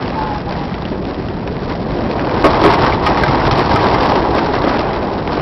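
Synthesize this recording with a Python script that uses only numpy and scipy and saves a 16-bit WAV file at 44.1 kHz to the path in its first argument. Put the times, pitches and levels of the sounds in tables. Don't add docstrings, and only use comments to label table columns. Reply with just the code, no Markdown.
import sys
import numpy as np
from scipy import signal
from scipy.io import wavfile

SR = 44100
rng = np.random.default_rng(int(sys.argv[2]) if len(sys.argv) > 2 else 0)


def unload_audio(sound):
    columns = np.transpose(np.atleast_2d(sound))
    steps = np.round(np.clip(columns, -1, 1) * 32767)
    wavfile.write(sys.argv[1], SR, steps.astype(np.int16))


N = 238882

# f/Hz, level/dB
SLOW_RUMBLE = [(110, -22.5), (170, -1), (260, 1.5), (340, -3), (480, -4), (640, -8), (850, -18.5),
               (1500, -31)]
FAST_RUMBLE = [(130, -29.5), (200, -10), (270, -3), (350, -2), (480, -5), (640, -7), (850, -5), (1500, -26)]
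ROAR_SPECTRUM = [(450, -20.5), (680, -5), (880, -2.5), (1080, -6), (1350, -9.5), (1700, -10), (2300, -18.5),
                 (3500, -26)]
GRIT_SPECTRUM = [(900, -23), (1500, 3.5), (2100, 5.5), (2800, 5), (3800, 4), (5200, 4.5), (6000, -1)]
# f/Hz, level/dB, t60/s
SONG_MODES = [(833, -4, 0.028), (939, 0, 0.032), (1116, -1.5, 0.028)]
# t/s, level/dB
EFFORT = [(0, -9), (.6, -9), (1.0, -14), (1.8, -12.5), (2.27, -7), (2.55, 0.5), (3.2, -0.5), (4.1, 2),
          (4.3, -4.5), (4.78, -2), (5.15, -9.5), (5.4, -5)]
# t/s, level/dB, share of fast rumble/0-1
DRUMMING = [(0, -22, 0.5), (.8, -23, 0.05), (1.8, -22, 0.22), (2.05, -17.5, .3), (2.6, -15.5, 0.9),
            (3.1, -17, 0.94), (4.25, -14, 0.9), (4.55, -17.5, 0.96), (5.0, -18, 0.8), (5.4, -20, 0.84)]
# middle t/s, length/s, load/dB
BUMPS = [(.44, 0.17, -4.5), (0.499, 0.038, 4.5), (1.0, .07, -1.5), (1.094, .12, 3), (1.716, 0.085, 5.5),
         (2.698, 0.2, 6), (2.854, .13, 5.5), (2.988, 0.1, -5), (4.277, 0.14, -2.5), (4.395, 0.063, 3.5),
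         (4.497, 0.1, -2.5), (4.576, 0.12, 2.5), (5.252, 0.12, -4.5), (5.302, 0.087, 2)]
# t/s, level/dB, base t60/s
WHEEL_HITS = [(2.441, 7, 0.066), (2.456, 3, 0.03), (2.617, -8, 0.078), (2.640, 1.5, 0.066),
              (2.65, 5, 0.056), (2.851, -11.5, 0.077), (4.64, -10.5, 0.078), (4.673, -5.5, 0.037)]
# f/Hz, level/dB, t60/base t60
DECK_MODES = [(275, -18, 1.2), (323, 0, 1.17), (363, -1, 0.49), (406.6, -1.5, 1.54), (462, -2, 0.83),
              (553, 0, 1.04), (649.5, -9.5, 3.1), (706, -2, 0.77), (940, -26, 0.67), (1102, -9, 2.3),
              (1210, -8, 1.04)]
# t/s, level/dB, favoured f/Hz, ring offset/dB
CHAIN_SLAPS = [(2.443, 7, 1960, -19), (2.4653, 2, 1380, -6.5), (2.615, -1, 1460, -8.5),
               (2.6382, 5, 1420, -9), (2.7352, -3, 1660, -8), (2.824, -12, 1700, -4),
               (2.8642, -1, 1430, -6), (2.9232, -12, 2280, 3), (3.0643, -3, 2050, 7), (3.0714, 0, 1570, -5),
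               (3.1731, -4, 1450, -2), (3.186, -7, 1500, -6), (3.235, 0.5, 1600, -1),
               (3.2815, -6, 1880, -3), (3.451, -2, 1580, -8.5), (3.511, 5, 3240, -12),
               (3.712, -1, 1560, -4), (3.76, -1.5, 1630, -1.5), (3.8297, -8, 1540, -15),
               (3.9426, -4, 1610, -3), (4.089, -3, 1450, -15), (4.386, -5.5, 1500, -4.5),
               (4.4606, -7.5, 1530, -4), (4.537, -6.5, 1870, -17), (4.64, -10, 1510, 0.5),
               (4.692, -2, 1380, -13), (4.806, -9, 2030, -6)]
# f/Hz, level/dB, t60/s
FRAME_MODES = [(830, 6, 0.094), (1266, 6, 0.058), (1570, -2, 0.041), (1820, -4, 0.052), (2070, -1, .045),
               (2310, -1, .04), (2900, -15, 0.064), (3330, -8.5, 0.028), (3850, -6.5, .02),
               (4240, -6, 0.017), (5300, -11, .02)]
# t/s, level/dB
SPAN_PUSHES = [(2.834, -9.5), (3.29, -7.5), (3.462, -5.5), (3.525, -8.5), (3.74, -6), (3.937, -14)]
# f/Hz, level/dB, t60/s
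SPAN_MODES = [(108, -6.5, 0.54), (128, 1, 0.22), (156, -21, 0.04)]
# t/s, level/dB, base f/Hz
STONE_SNAPS = [(0.06, -12, 2080), (0.1028, -12, 1910), (0.7422, -9.5, 2150), (0.822, -15, 2620),
               (0.853, -9.5, 1880), (1.0522, -12.5, 2660), (1.1443, -16, 3200), (1.285, -9.5, 1840),
               (1.4755, -8.5, 1840), (1.5672, -13, 2100), (2.113, -8.5, 3300), (2.195, -8, 1880),
               (2.247, -11.5, 1900), (2.294, -5, 1860), (5.2755, -5, 1940)]
# t/s, length/s, level/dB, starting f/Hz
BRAKE_BITES = [(0.156, 0.11, -20, 887), (0.283, 0.086, -22.5, 850), (0.46, 0.036, -26.5, 811),
               (0.577, .085, -28.5, 817)]
# f/Hz, level/dB
WIND_SPECTRUM = [(18, -13.5), (30, -7), (50, 1.5), (85, -1.5), (130, 0.5), (190, -2.5), (300, -12),
                 (600, -32)]
# t/s, level/dB
AIRFLOW = [(0, -28), (.9, -27.5), (1.5, -28.5), (2.2, -27), (2.65, -23.5), (3.7, -23.5), (4.1, -25.5),
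           (5.4, -28.5)]

ROAR_DB, GRIT_DB, SONG_DB = -18.5, -30.5, -1
ROAR_FOLLOWS, GRIT_FOLLOWS, SONG_FOLLOWS = 1.06, 0.85, 1.2
RUMBLE_BUMP_SHARE, GRIT_BUMP_SHARE = 0.36, 0.87
BITE_ATTACK_S, BITE_RELEASE_S = 0.01, 0.035
SAG_HZ_PER_S, FADE_DB_PER_S = 224, 28
CAMERA_TOP_HZ, CUTOFF_HZ = 6350, 15800


def tyres(effort_db, bump_db):
    drumming_db, pace = in_time(DRUMMING)
    load = drift(86)
    rumble_db = drumming_db + RUMBLE_BUMP_SHARE * bump_db + 1.1 * load
    roar_db = ROAR_DB + ROAR_FOLLOWS * effort_db + bump_db + 1.74 * load
    grit_db = GRIT_DB + GRIT_FOLLOWS * effort_db + GRIT_BUMP_SHARE * bump_db + 1.7 * load
    return (from_db(rumble_db) * rumble(pace)
            + from_db(roar_db) * roar(effort_db)
            + from_db(grit_db) * grit())


def rumble(pace):
    knobs = [grains(3000, spread_db=1.0), grains(3000, spread_db=2.5)]
    slow = coloured(SLOW_RUMBLE, knobs, patchy_db=3.0)
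    fast = coloured(FAST_RUMBLE, knobs, patchy_db=-0.05)
    return (1 - pace) * slow + pace * fast


def roar(effort_db):
    tread = [grains(4000, spread_db=0.5), grains(4000, spread_db=2.5)]
    broad = coloured(ROAR_SPECTRUM, tread, patchy_db=1.65)
    song = sum(from_db(db) * ring(grains(4000, spread_db=0.5), hz, t60) for hz, db, t60 in SONG_MODES)
    hollow = from_db(SONG_DB + SONG_FOLLOWS * effort_db)
    return (broad + hollow * rms_one(song)) / np.hypot(1, hollow)


def grit():
    slip_s = 0.0028
    slips = signal.lfilter([1], [1, -np.exp(-1 / (slip_s * SR))], grains(200, spread_db=3.5) ** 2)
    crunch = rms_one(np.sqrt(slips) * grains(6000, spread_db=10.5))
    crackle = crunch + 1.6 * grains(330, spread_db=2.2)
    drives = np.array([crackle, -crackle]) + 0.9 * rng.standard_normal((2, N))
    return coloured(GRIT_SPECTRUM, drives, patchy_db=1.0)


def bump_load():
    t = np.arange(N) / SR
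    return sum(db * np.cos(np.pi * np.clip((t - s) / length, -.5, .5)) ** 2 for s, length, db in BUMPS)


def thumps(gain_db):
    out = np.zeros(N)
    for s, db, base_t60 in WHEEL_HITS:
        force, boom = contact(t60=0.1, scatter=0.51), 0
        for hz, mode_db, share in DECK_MODES:
            strength = rng.choice([-1, 1]) * from_db(mode_db + rng.normal(0, 1.6))
            boom += strength * ring(force, hz, share * base_t60)
        add(out, s, from_db(db + gain_db) * boom / np.abs(boom).max())
    return out


def clacks(crack_db, focus_db):
    out = np.zeros(N)
    for s, db, main_hz, ring_db in CHAIN_SLAPS:
        force, metal = contact(t60=0.022, scatter=0.91), 0
        crack = contact(t60=0.067, scatter=1.6)
        for hz, mode_db, t60 in FRAME_MODES:
            near = np.exp(-(np.log(hz / main_hz) / 0.11) ** 2)
            slack_hz = hz * (1 + .012 * rng.standard_normal())
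            strength = rng.choice([-1, 1]) * from_db(mode_db + focus_db * near + rng.normal(0, 1.8))
            metal += strength * ring(force, slack_hz, t60)
        metal /= np.abs(metal).max()
        add(out, s, from_db(db + ring_db) * metal + from_db(db + crack_db) * crack)
    return out


def span_booms(gain_db):
    push = np.zeros(N)
    for s, db in SPAN_PUSHES:
        add(push, s, from_db([db + gain_db]))
    return sum(from_db(db) * ring(push, hz, t60) for hz, db, t60 in SPAN_MODES)


def stones(gain_db, t60, pitched):
    out = np.zeros(N)
    for s, db, hz in STONE_SNAPS:
        force = contact(t60=0.011, scatter=1.6)
        tick = force + pitched * sum(ring(force, ratio * hz, t60) for ratio in (.85, 1.05, 1.4, 1.8))
        add(out, s, from_db(db + gain_db) * tick / np.linalg.norm(tick))
    return out


def brake(overtone_db, overtone_ratio, rough_db):
    out = np.zeros(N)
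    waver, upper_waver = 1 + .014 * drift(98), 1 + .02 * drift(60)
    for s, length, db, start_hz in BRAKE_BITES:
        t = np.clip(np.arange(N) / SR - s, 0, length + BITE_RELEASE_S)
        envelope = np.clip(t / BITE_ATTACK_S, 0, 1) * np.clip(1 - (t - length) / BITE_RELEASE_S, 0, 1)
        hz = start_hz - SAG_HZ_PER_S * t
        tone = np.sin(2 * np.pi * np.cumsum(hz * waver) / SR)
        upper = np.sin(2 * np.pi * np.cumsum(overtone_ratio * hz * upper_waver) / SR)
        out += envelope * from_db(db - FADE_DB_PER_S * t) * (tone + from_db(overtone_db) * upper)
    return np.sqrt(2) * from_db(rough_db * drift(90)) * out


def wind(airflow_db):
    buffeting = from_db(airflow_db + 0.65 * drift(9.1) + 3.5)
    return buffeting * coloured(WIND_SPECTRUM, rng.standard_normal((2, N)), patchy_db=0.5)


def from_db(db):
    return 10 ** (np.asarray(db) / 20)


def rms_one(x):
    return x / np.sqrt(np.mean(x ** 2) + 1e-20)


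def in_time(rows):
    s, *columns = np.transpose(rows)
    return [np.interp(np.arange(N) / SR, s, c) for c in columns]


def drift(rate):
    hop, settle = 40, 2000
    r = np.exp(-2 * np.pi * rate * hop / SR)
    noise = rng.standard_normal(N // hop + settle + 2)
    slow = signal.lfilter([1], [1, -2 * r, r * r], noise)[settle:]
    return np.interp(np.arange(N) / hop, np.arange(len(slow)), rms_one(slow))


def ring(force, hz, t60):
    r, w = from_db(-60 / (t60 * SR)), 2 * np.pi * hz / SR
    return signal.lfilter([0, np.sin(w)], [1, -2 * r * np.cos(w), r * r], force + 1e-18)


def coloured(spectrum, drives, patchy_db):
    hz, db = np.transpose(spectrum)
    edges = 2 ** (np.arange(12, 39) / 3)
    out = np.zeros(N)
    for k, (low, high) in enumerate(zip(edges, edges[1:])):
        if high > hz[0] and low < hz[-1]:
            bandpass = signal.butter(2, [low, high], "band", fs=SR, output="sos")
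            band_db = np.interp(np.log(low * high) / 2, np.log(hz), db) + patchy_db * drift(24)
            out += from_db(band_db) * signal.sosfilt(bandpass, drives[k % len(drives)])
    return rms_one(out)


def grains(per_s, spread_db):
    sizes = from_db(spread_db * np.minimum(rng.exponential(1, N), 4)) * rng.choice([-1, 1], N)
    return rms_one(sizes * (rng.random(N) < per_s / SR)) + 1e-18


def contact(t60, scatter):
    t = np.arange(SR * 3 // 10) / SR
    force = rng.standard_normal(len(t)) * from_db(-60 * t / t60)
    force *= scatter / np.linalg.norm(force)
    force[0] += 1
    return force / np.linalg.norm(force)


def add(track, s, sound):
    start = int(s * SR)
    track[start:start + len(sound)] += sound[:N - start]


def scene():
    rolling = tyres(*in_time(EFFORT), bump_load())
    squeal = brake(overtone_db=-9.5, overtone_ratio=1.23, rough_db=1.5)
    bridge = thumps(gain_db=6.0) + span_booms(gain_db=-6.0)
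    rattle = clacks(crack_db=9.0, focus_db=11.5) + stones(gain_db=10.5, t60=0.0019, pitched=0.12)
    return (rolling + squeal + bridge + rattle + wind(*in_time(AIRFLOW)))[None]


def record(dry):
    overloaded = np.clip(dry, -.68, .68)
    dull = signal.sosfilt(signal.cheby2(16, 70, CAMERA_TOP_HZ, fs=SR, output="sos"), overloaded)
    flat = np.clip(dull, -.7, .7)
    return signal.sosfilt(signal.ellip(10, .1, 80, CUTOFF_HZ, fs=SR, output="sos"), flat)


dry = scene()
out = record(dry)
unload_audio(out)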